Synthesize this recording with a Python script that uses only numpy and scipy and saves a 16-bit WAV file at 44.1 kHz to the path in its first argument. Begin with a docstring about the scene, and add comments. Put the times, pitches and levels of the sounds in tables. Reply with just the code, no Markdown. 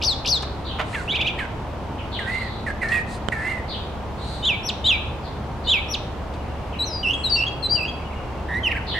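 """Outdoors among trees, a brown thrasher sings from a treetop: trills, two-voiced slurs, nasal buzzes
and thin whistles. The two sides of its voice box (the syrinx) vibrate alone or together, and the
ground and trees echo the song. Farther birds chirp and whistle, distant traffic rumbles, and there
are a few dull knocks, some small ticks and one sharp pop close by."""
import sys
import numpy as np
from scipy import signal
from scipy.fft import rfft, irfft, next_fast_len
from scipy.io import wavfile
from scipy.ndimage import uniform_filter1d, map_coordinates

SR = 44100
rng = np.random.default_rng(int(sys.argv[2]) if len(sys.argv) > 2 else 0)


def wav_record(signal):
    """Record a signal, one row per channel, as 16-bit PCM in the file named by sys.argv[1]."""
    frames = np.transpose(np.atleast_2d(signal))
    bounded = np.clip(frames, -1, 1)
    # unit amplitude maps onto the largest positive 16-bit level
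    quanta = np.round(bounded * 32767).astype(np.int16)
    wavfile.write(sys.argv[1], SR, quanta)


N = 396459

# tone colour of hissing air: f/Hz, level/dB
HISS_COLOUR = [(2500, -14), (4100, 3), (5400, -9), (8600, -4), (16000, -37.5)]


def voice(hz, db, jitter, fade=.011):
    """One vibrating side of the voice box: a slightly unsteady complex tone with soft ends."""
    phase = np.cumsum(hz * (1 + jitter * wobble(696.6, len(hz)))) / SR
    edges = signal.windows.tukey(len(hz), min(fade * SR / len(hz), 1))
    return amp(db) * edges * np.exp(2j * np.pi * phase)


def throat(tone, bright_db, fall_db, shut_db=0, open_bill_hz=3430):
    """Airflow distorts the voices, adding overtones; shut_db mutes them as low notes close the bill."""
    # overtones from the second harmonic up: level/dB
    overtone_levels = [-25, -31.5, -35, -20, -30]
    # how the throat colours them: f/Hz, gain/dB
    colour = [(4000, 3.5), (5800, -1.5), (7800, 3), (9600, -9.5), (11500, 3.5), (14500, -23)]
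    size = np.sqrt(np.abs(uniform_filter1d(np.abs(tone) ** 2, size=130))) + 1e-6
    swing = tone / np.maximum(size, np.abs(tone))
    phase_step = np.angle(uniform_filter1d(tone * np.roll(tone, 1).conj(), size=260))
    pitch = phase_step * SR / (2 * np.pi)
    closed = np.clip(2 * (1 - pitch / open_bill_hz), 0, 1)
    overtones = sum(amp(db + fall_db * (k - 2) + 3.5 * wobble(220, N)) * (swing ** k).real
                    for k, db in enumerate(overtone_levels, 2))
    overtones = overtones * size * amp(shut_db * closed)
    return tone.real + amp(bright_db) * filtered(overtones, lambda hz: amp(along(colour, hz)))


def rasp(tone, db, width_hz):
    """Swirling air shakes a voice and spreads noise around its pitch."""
    return tone * (1 + amp(db) * (wobble(2 * width_hz, N) + 1j * wobble(2 * width_hz, N)))


def slurs():
    """Loud gliding notes: two voices meet, then one falls and loses its overtones."""
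    # paths of the low and the high voice: t/s into the slur, f/Hz, level/dB
    low = [(0, 3032, -28), (.025, 3047, -13.5), (.052, 3684, -5.5), (.078, 2724, -6.5), (.11, 2350, -13.5),
           (.135, 2270, -20)]
    high = [(.003, 3566, -18.5), (.038, 4000, -7.5), (.046, 4060, -33)]
    # each slur: t/s, pitch ratio, gain/dB, extra gain of the high voice/dB
    notes = [(4.422, 0.99, -9.5, -3), (4.837, 1, -7.5, 2.5), (5.665, 0.98, -8, 1)]
    tone = np.zeros(N, complex)
    for s, ratio, level_db, high_db in notes:
        for side, side_db in (low, 0), (high, high_db):
            hz, db = gesture(side)
            add(tone, s + side[0][0], voice(hz * ratio, db + level_db + side_db, jitter=.013))
    return throat(rasp(tone, db=-27, width_hz=1300), bright_db=-1, fall_db=-5.5, shut_db=-9)


def clear_notes():
    """Bright, clean trills and thin whistles that plunge."""
    # path of a plunge: t/s into the note, f/Hz, level/dB
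    plunge = [(0, 5400, -38), (.035, 5900, -18.5), (.055, 5150, -21), (.062, 3900, -9.5), (.079, 2100, -17)]
    # when each note is sung: t/s, gain/dB
    plunges = [(4.63, -8), (5.881, -8.5)]
    trills = [(.012, 0.049, 0), (.245, .06, 0.73)]  # t/s, length of the swings/s, gain/dB
    tone = np.zeros(N, complex)
    hz, db = gesture(plunge)
    for s, level_db in plunges:
        add(tone, s, voice(hz, db + level_db, jitter=.0011))
    for s, *note in trills:
        add(tone, s, voice(*trill(*note), jitter=.008))
    return throat(tone, bright_db=2, fall_db=-6)


def trill(length, db, swings=4, hurry=.17):
    """Pitch and level of quickening swings and the slide after them."""
    # the closing slide: t/s into it, f/Hz, level/dB
    slide = [(0, 5970, -23.5), (.022, 4480, -16), (.045, 4020, -19), (.079, 3280, -25)]
    u = np.linspace(0, 1, int(length * SR))
    up = 1 - np.abs(np.sin(np.pi * swings * (u + hurry * u * (u - 1))))
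    swing_hz = up * arc((4390, 6400, 6020), u) + (1 - up) * arc((2360, 2955, 5220), u)
    swing_db = arc((-28.5, -21.5, -21), u)
    slide_hz, slide_db = gesture(slide)
    return smooth(np.r_[swing_hz, slide_hz], 80), db + smooth(np.r_[swing_db, slide_db], 200)


def whistles():
    """Clear whistles on one side of the voice box overlap the scoops on the other."""
    # t/s, length/s, start f/Hz, middle f/Hz, end f/Hz, level/dB, loudest point (0 to 1)
    notes = [ (6.787, 0.067, 4030, 3944, 4400, -19, 0.41), (6.85, .05, 6250, 5850, 5200, -31, .6),
             (6.893, .132, 5270, 4870, 4680, -29.5, .45), (7.234, 0.056, 4340, 3950, 3740, -18, 0.41),
             (7.293, 0.085, 4970, 4490, 4800, -17, 0.47), (7.365, .06, 5650, 5500, 5330, -35, .45),
             (7.623, 0.052, 4410, 4036, 4086, -18.5, 0.81), (7.693, .086, 4580, 4750, 4580, -15.5, .52),
             (8.63, .057, 3235, 2920, 2430, -16, 0.81), (8.679, 0.054, 2345, 1890, 2800, -28, 0.14), ]
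    tone = scoops()
    for s, *note in notes:
        add(tone, s, voice(*bend(*note), jitter=.007))
    return throat(rasp(tone, db=-27, width_hz=700), bright_db=-3, fall_db=-3)


def bend(length, start_hz, middle_hz, end_hz, db, crest, swell_db=12):
    """Pitch and level of a note that bends once, swells and fades."""
    u = np.linspace(0, 1, int(length * SR))
    from_crest = np.where(u < crest, 1 - u / crest, (u - crest) / (1 - crest))
    return arc([start_hz, middle_hz, end_hz], u), db - swell_db * from_crest ** 2


def scoops():
    """Scooping notes break into pulses as they climb; low rising notes quaver at their start."""
    # scoops: t/s, length/s, start f/Hz, dip f/Hz, time to the dip/s, level/dB
    dips = [(7.028, 0.13, 3120, 2654, 0.041, -21), (7.354, .136, 2880, 2653, 0.068, -22.5),
            (7.752, .152, 3070, 2542, .08, -27)]
    # rising notes: t/s, length/s, start f/Hz, middle f/Hz, end f/Hz, level/dB, loudest point (0 to 1)
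    risers = [(8.481, 0.12, 1764, 1854, 2090, -22, 0.72), (8.939, 0.089, 1820, 1890, 2210, -23, 0.33)]
    tone = np.zeros(N, complex)
    for s, *note in dips:
        add(tone, s, quaver(*scoop(*note), rate_hz=64, depth=.05, swell_db=7, deepest=.58, spread=.25))
    for s, *note in risers:
        add(tone, s, quaver(*bend(*note), rate_hz=115, depth=.08, swell_db=2, deepest=.15, spread=.5))
    return tone


def scoop(length, start_hz, dip_hz, dip_s, db, top_hz=3267, hold_s=.025):
    """Pitch and level of a note that dips, then hooks up to a held top."""
    t = np.arange(int(length * SR)) / SR
    sink = np.clip(1 - t / dip_s, 0, 1) ** 2
    climb = np.clip((t - dip_s) / (length - hold_s - dip_s), 0, 1) ** 2.47
    hz = dip_hz + (start_hz - dip_hz) * sink + (top_hz - dip_hz) * climb
    catch_db = 24 * np.exp(-((length - .032 - t) / .006) ** 2)  # the voice catches just before the top
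    return hz, db + arc((-3, 4.5, -1), t / length) - catch_db


def quaver(hz, db, rate_hz, depth, swell_db, deepest, spread):
    """A voice whose pitch and loudness tremble, most at the point `deepest` (0 to 1)."""
    shake = np.sin(2 * np.pi * np.cumsum(rate_hz * (1 + .3 * wobble(70, len(hz)))) / SR)
    strength = np.exp(-((np.linspace(0, 1, len(hz)) - deepest) / spread) ** 2)
    return voice(hz * (1 + depth * strength * shake), db + swell_db * strength * (shake - .5), .012)


def warble():
    """A reedy upsweep and quick flicks; every second vibration differs, adding rough in-between tones."""
    # upsweep: t/s, length/s, start f/Hz, middle f/Hz, end f/Hz, level/dB, loudest point (0 to 1)
    upsweep = (1.074, .062, 2450, 3250, 4050, -19.5, .62)
    # flicks: peak t/s, lead/s, tail/s, held f/Hz, peak f/Hz, level/dB, rough tone gain/dB
    flicks = [ (1.161, 0.043, 0.024, 2420, 3540, -17.5, 2), (1.216, 0.031, 0.024, 2346, 3590, -16.5, 0),
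              (1.276, 0.037, 0.036, 2480, 3490, -17, -2), (8.717, 0.011, 0.023, 1780, 3000, -18, -20),
              (8.768, .025, 0.032, 1603, 2450, -23.5, -9), ]
    tone, rough = np.zeros((2, N), complex)
    add(tone, upsweep[0], voice(*bend(*upsweep[1:]), jitter=.017))
    for s, lead, *note, rough_gain in flicks:
        hz, db = flick(lead, *note, width_s=.0055)
        add(tone, s - lead, voice(hz, db, jitter=.018))
        rough_db = db.min() + rough_gain - 30 * (hz / np.median(hz) - 1)  # weakest at the peak
        add(rough, s - lead, voice(1.5 * hz, rough_db, jitter=.03))
    return throat(rasp(tone, db=-20, width_hz=900) + rough, bright_db=-4, fall_db=-3)


def flick(lead, tail, held_hz, peak_hz, db, width_s, sag_hz_per_s=4390, drop_db=14):
    """Pitch and level of a note that darts up to a sharp peak, loudest there."""
    t = np.arange(-lead, tail, 1 / SR)
    hz = held_hz + (peak_hz - held_hz) * np.exp(-np.abs(t) / width_s) - sag_hz_per_s * np.abs(t)
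    return smooth(hz), db - drop_db * np.maximum(-t / lead, t / tail)


def nasal_notes(upper_db=-12, second_db=-22, lower_db=-16, hiss_db=-25):
    """Low rough notes: a fast flutter adds two tones above and one below, and air hisses through."""
    # a second voice falling over the loudest buzz:
    # t/s, length/s, start f/Hz, middle f/Hz, end f/Hz, level/dB, loudest point (0 to 1)
    upper_voice = (2.915, .085, 2700, 2520, 2250, -28, .55)
    tone = np.zeros(N, complex)
    for s, hz, db, flutter_hz, depth_db in nasal_gestures():
        flutter = voice(flutter_hz, 2 * wobble(120, len(hz)), jitter=.16)
        bands = amp(upper_db) * flutter + amp(second_db) * flutter ** 2 + amp(lower_db) * flutter.conj()
        carrier = voice(hz, db + 2.5 * wobble(250, len(hz)), jitter=.03, fade=.014)
        add(tone, s, carrier * (1 + amp(depth_db) * bands))
    add(tone, upper_voice[0], voice(*bend(*upper_voice[1:]), jitter=.022))
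    airflow = uniform_filter1d(np.abs(tone), size=600)
    return throat(tone, bright_db=-22.5, fall_db=3) + amp(hiss_db) * airflow * noise(HISS_COLOUR, N)


def nasal_gestures():
    """Start/s, pitch/Hz, level/dB, flutter rate/Hz and flutter depth/dB of each yelp, bark and buzz."""
    # peak t/s, lead/s, tail/s, held f/Hz, peak f/Hz, level/dB
    yelps = [(.946, .021, 0.08, 1728, 2357, -25), (1.393, .02, 0.069, 1766, 2334, -24.5)]
    # t/s, length/s, start f/Hz, settled f/Hz, start level/dB, settled level/dB
    barks = [ (2.187, 0.11, 2165, 1568, -19.5, -35.5), (2.663, 0.055, 2075, 1630, -14, -31),
             (2.812, 0.073, 2186, 1800, -18.5, -26.5), (3.318, 0.16, 2070, 1770, -14.5, -31.5), ]
    # t/s, length/s, start f/Hz, middle f/Hz, end f/Hz, level/dB, loudest point (0 to 1)
    buzzes = [(2.257, .24, 1800, 2084, 1790, -25.5, 0.18), (2.876, 0.15, 1738, 1902, 1790, -21, 0.45),
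              (3.388, .22, 1740, 2088, 1833, -25.5, 0.4)]
    for s, lead, *note in yelps:
        hz, db = flick(lead, *note, width_s=.0067)
        yield s - lead, hz, db, .36 * hz, 6.5
    for s, *note in barks:
        hz, db = bark(*note)
        yield s, hz, db, np.full(len(hz), 393), 2
    for s, *note in buzzes:
        hz, db = bend(*note)
        yield s, hz, db, arc((379.5, 686, 405), np.linspace(0, 1, len(hz))), -4


def bark(length, start_hz, settled_hz, start_db, settled_db, settle_s=.0144):
    """Pitch and level relax together after a hard start."""
    effort = np.exp(-np.arange(int(length * SR)) / SR / settle_s)
    return settled_hz + (start_hz - settled_hz) * effort, settled_db + (start_db - settled_db) * effort


def hisses():
    """Soft hisses that swell and fade."""
    # t/s, length/s, level/dB
    swells = [(0.79, 0.35, -48), (3.049, 0.16, -45), (4.128, 0.37, -50.5)]
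    level = np.zeros(N)
    for s, length, db in swells:
        add(level, s, amp(db) * signal.windows.hann(int(length * SR)))
    return level * noise(HISS_COLOUR, N)


def knocks_and_ticks():
    """Dull knocks, most bunched into a "chak", and thin dry ticks."""
    # when they sound: t/s, level/dB
    knocks = [(.43, -29), (.787, -26), (.794, -19), (.801, -22), (.812, -21)]
    ticks = [(.423, -31.5), (2.886, -36), (6.337, -43)]
    # their tone colours: f/Hz, level/dB
    knock_colour = [(300, -14), (600, 3), (1100, 7), (3700, -7), (5000, -20), (15000, -44)]
    tick_colour = [(1500, -12), (4000, 3.5), (10000, -17), (15000, -38)]
    return cracks(knocks, knock_colour, t60=.044) + cracks(ticks, tick_colour, t60=.058)


def cracks(events, spectrum, t60):
    """Sudden bursts of noise that fade by 60 dB in t60 seconds."""
    level, t = np.zeros(N), np.arange(SR // 10) / SR
    for s, db in events:
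        add(level, s, amp(db - 60 * t / t60) * (1 - np.exp(-t / .0005)))
    return level * noise(spectrum, N)


def pop(start_s=3.2862, level_db=4):
    """One sharp knock close by on the right; its ringing dies at once."""
    # ringing tones: f/Hz, level/dB, time to fade by 60 dB/s
    tones = [(656, -5.5, 0.0028), (1400, -3.5, 0.0027), (3020, -14, 0.0089), (7400, -22, 0.0049)]
    out, t = np.zeros(N), np.arange(SR // 20) / SR
    ring = sum(amp(db - 60 * t / t60) * np.sin(2 * np.pi * hz * t) for hz, db, t60 in tones)
    add(out, start_s, amp(level_db) * ring * (1 - np.exp(-t / .00011)))
    return out * amp([[-17], [0]])


def far_chirps(zigzag_hz=47, depth=.197, fall=.39, pulse_db=5):
    """A farther bird's harsh chirps: the pitch zigzags as it sinks, loudest in mid-swing."""
    # t/s, length/s, centre f/Hz at the start, level/dB
    chirps = [(0.637, 0.1, 4440, -41.5), (1.975, .04, 3450, -42.5), (2.112, 0.076, 4400, -38),
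              (3.674, 0.091, 4666, -39.5), (5.228, 0.059, 5100, -49.5), (5.633, .08, 4610, -41),
              (6.721, .04, 3410, -42), (8.862, 0.094, 4590, -36)]
    out = np.zeros(N)
    for s, length, start_hz, db in chirps:
        t = np.arange(int(length * SR)) / SR
        swing = signal.sawtooth(2 * np.pi * zigzag_hz * t, .7)
        hz = start_hz * (1 - fall * t / length) * (1 - depth * swing)
        add(out, s, voice(hz, db + pulse_db * np.cos(np.pi * swing), jitter=.025, fade=.035).real)
    return out


def far_buzzes():
    """The farther bird's thin buzzes: high notes so unsteady that they blur into noise."""
    # t/s, length/s, start f/Hz, end f/Hz, level/dB
    buzzes = [(2.248, .37, 4130, 3875, -48.5), (4.147, .27, 4020, 4040, -47), (7.08, 0.26, 8450, 7430, -58)]
    out = np.zeros(N)
    for s, length, start_hz, end_hz, db in buzzes:
        hz = np.linspace(start_hz, end_hz, int(length * SR))
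        add(out, s, voice(hz, db, jitter=.0814, fade=length / 2).real)
    return out


def far_whistler(period_s=.109, sink_per_s=.25, fade_db_per_s=14):
    """A third bird repeats a little whistle, never quite alike, in runs that sink and fade."""
    # a quick arch and a short held tone: t/s into the whistle, f/Hz, level/dB
    figure = [(0, 1850, -42), (.02, 2850, -45), (.04, 2150, -43), (.05, 2500, -60), (.06, 2950, -44),
              (.09, 2850, -42)]
    # start t/s, end t/s, gain/dB
    runs = [(6.33, 6.7, -6), (7.992, 8.35, -1)]
    out = np.zeros(N)
    hz, db = gesture(figure)
    for start, end, level_db in runs:
        for t in np.arange(0, end - start, period_s):
            sharp, loud = rng.standard_normal(2)
            pitch = hz * (1 + .015 * sharp - sink_per_s * t)
            add(out, start + t, voice(pitch, db + level_db + loud - fade_db_per_s * t, jitter=.01).real)
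    return out


def treetop(song):
    """The song reaches both ears directly, off the ground and a bough, and through the trees."""
    # balance between the ears: f/Hz, left minus right/dB
    balance = [(2000, -3.5), (3200, -3), (4500, 6.5), (9000, 5.5)]
    # echoes off the ground and a bough: delay/s, gain/dB
    bounces = [(.0068, -12), (.0135, -17)]
    direct = filtered(song, lambda hz: amp(np.outer([.5, -.5], along(balance, hz))))
    echoes = filtered(song, lambda hz: sum(amp(db) * np.exp(-2j * np.pi * hz * s) for s, db in bounces))
    return direct + echoes * np.array([[.5], [1]]) + outdoors(song, near_db=-10, trees_db=-11)


def outdoors(x, near_db, trees_db):
    """Ground and branches send back a few quick copies; the trees add a long thin tail."""
    # the tail: f/Hz, time to fade by 60 dB/s
    fade_times = [(3500, 0.62), (6000, 0.41), (12000, 0.023)]
    hz, t, spectra = signal.stft(rng.standard_normal((2, SR)), SR, nperseg=256)
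    tail = signal.istft(spectra * amp(-60 * t / along(fade_times, hz)[:, None]), SR, nperseg=256)[1]
    answer = amp(trees_db) * tail / np.linalg.norm(tail[0])
    for ear in answer:
        delays = (rng.uniform(.002, .016, size=14) * SR).astype(int)
        ear[delays] += amp(near_db) * rng.standard_normal(len(delays)) / np.sqrt(len(delays))
    return signal.fftconvolve(x[None], answer, axes=1)[:, :N]


def traffic(road_db=-31, firing_hz=71.04):
    """Distant road noise, nearly the same in both ears in the bass, and a droning engine."""
    # tone colour of the road: f/Hz, level/dB
    colour = [(20, -20.5), (50, -5), (68, -13), (100, -5.5), (170, -13.5), (400, -17), (900, -17),
              (1800, -31.5), (3100, -35.5), (6300, -48.5), (15000, -62.5)]
    # f/Hz, likeness of left and right (0 to 1)
    likeness = [(250, 0.93), (1200, 0.66), (8000, 0.033)]
    # engine drone: t/s, level/dB, third harmonic level/dB
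    engine = [(0, -37, -62), (2.9, -38, -40), (5, -37, -51), (9, -34.5, -56)]
    spread = lambda hz: np.arccos(along(likeness, hz)) / 2
    rumble = np.array([noise(colour, N), noise(colour, N)])
    mid, side = filtered(rumble, lambda hz: np.array([np.cos(spread(hz)), np.sin(spread(hz))]))
    road = amp(road_db) * np.array([mid + side, mid - side])
    s, *columns = np.transpose(engine)
    db, third_db = [np.interp(np.arange(N) / SR, s, c) for c in columns]
    phase = 2 * np.pi * np.cumsum(firing_hz + 1.787 * wobble(12, N)) / SR
    drone = amp(db) * np.sin(phase) + amp(third_db) * np.sin(3 * phase)
    return road + np.sqrt(2) * amp(2 * wobble(12, N)) * drone


def gesture(rows):
    """Pitch and level for every sample of a path; muscles round off the corners."""
    s, *columns = np.transpose(rows)
    t = np.arange(s.min(), s.max(), 1 / SR)
    return [smooth(np.interp(t, s, c)) for c in columns]


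def smooth(x, samples=110):
    """A running average."""
    return uniform_filter1d(x, size=samples, mode="nearest")


def arc(points, u):
    """The parabola through a start, a middle and an end value, for u from 0 to 1."""
    return np.polyval(np.polyfit([0, .5, 1], points, 2), u)


def amp(db):
    """Decibels as a gain."""
    return 10 ** (np.asarray(db) / 20)


def along(points, hz):
    """Read between (f/Hz, value) points on a log frequency axis."""
    f, v = np.transpose(points)
    return np.interp(np.log(hz + 1), np.log(f + 1), v)


def filtered(x, response):
    """Scale each frequency in x by response(hz)."""
    n = x.shape[-1]
    m = next_fast_len(n + 8192)
    return irfft(rfft(x, m) * response(np.fft.rfftfreq(m, 1 / SR)), m)[..., :n]


def noise(spectrum, size):
    """Coloured noise of rms 1."""
    x = filtered(rng.standard_normal(size), lambda hz: amp(along(spectrum, hz)))
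    return x / np.sqrt(np.mean(x ** 2) + 1e-20)


def wobble(rate, size):
    """A smooth curve through `rate` random values a second."""
    return map_coordinates(rng.standard_normal(int(size * rate / SR) + 4), [np.arange(size) * rate / SR])


def add(track, s, x):
    """Mix x into the track from time s."""
    part = track[max(round(s * SR), 0):][:len(x)]
    part += x[:len(part)]


def scene():
    """The thrasher, two farther birds, the pop and the traffic, in stereo."""
    song = clear_notes() + warble() + whistles() + slurs() + nasal_notes() + hisses() + knocks_and_ticks()
    far, whistler = far_chirps() + far_buzzes(), far_whistler()
    near_bird = treetop(song)
    far_bird = amp(-1.5) * far + outdoors(far, near_db=0, trees_db=5)
    third_bird = whistler + outdoors(whistler, near_db=-6, trees_db=-4)
    return near_bird + far_bird + third_bird + pop() + traffic()


def record(dry):
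    """Cut away the very highest treble."""
    return filtered(dry, lambda hz: hz < 15700)


dry = scene()
out = record(dry)
wav_record(out)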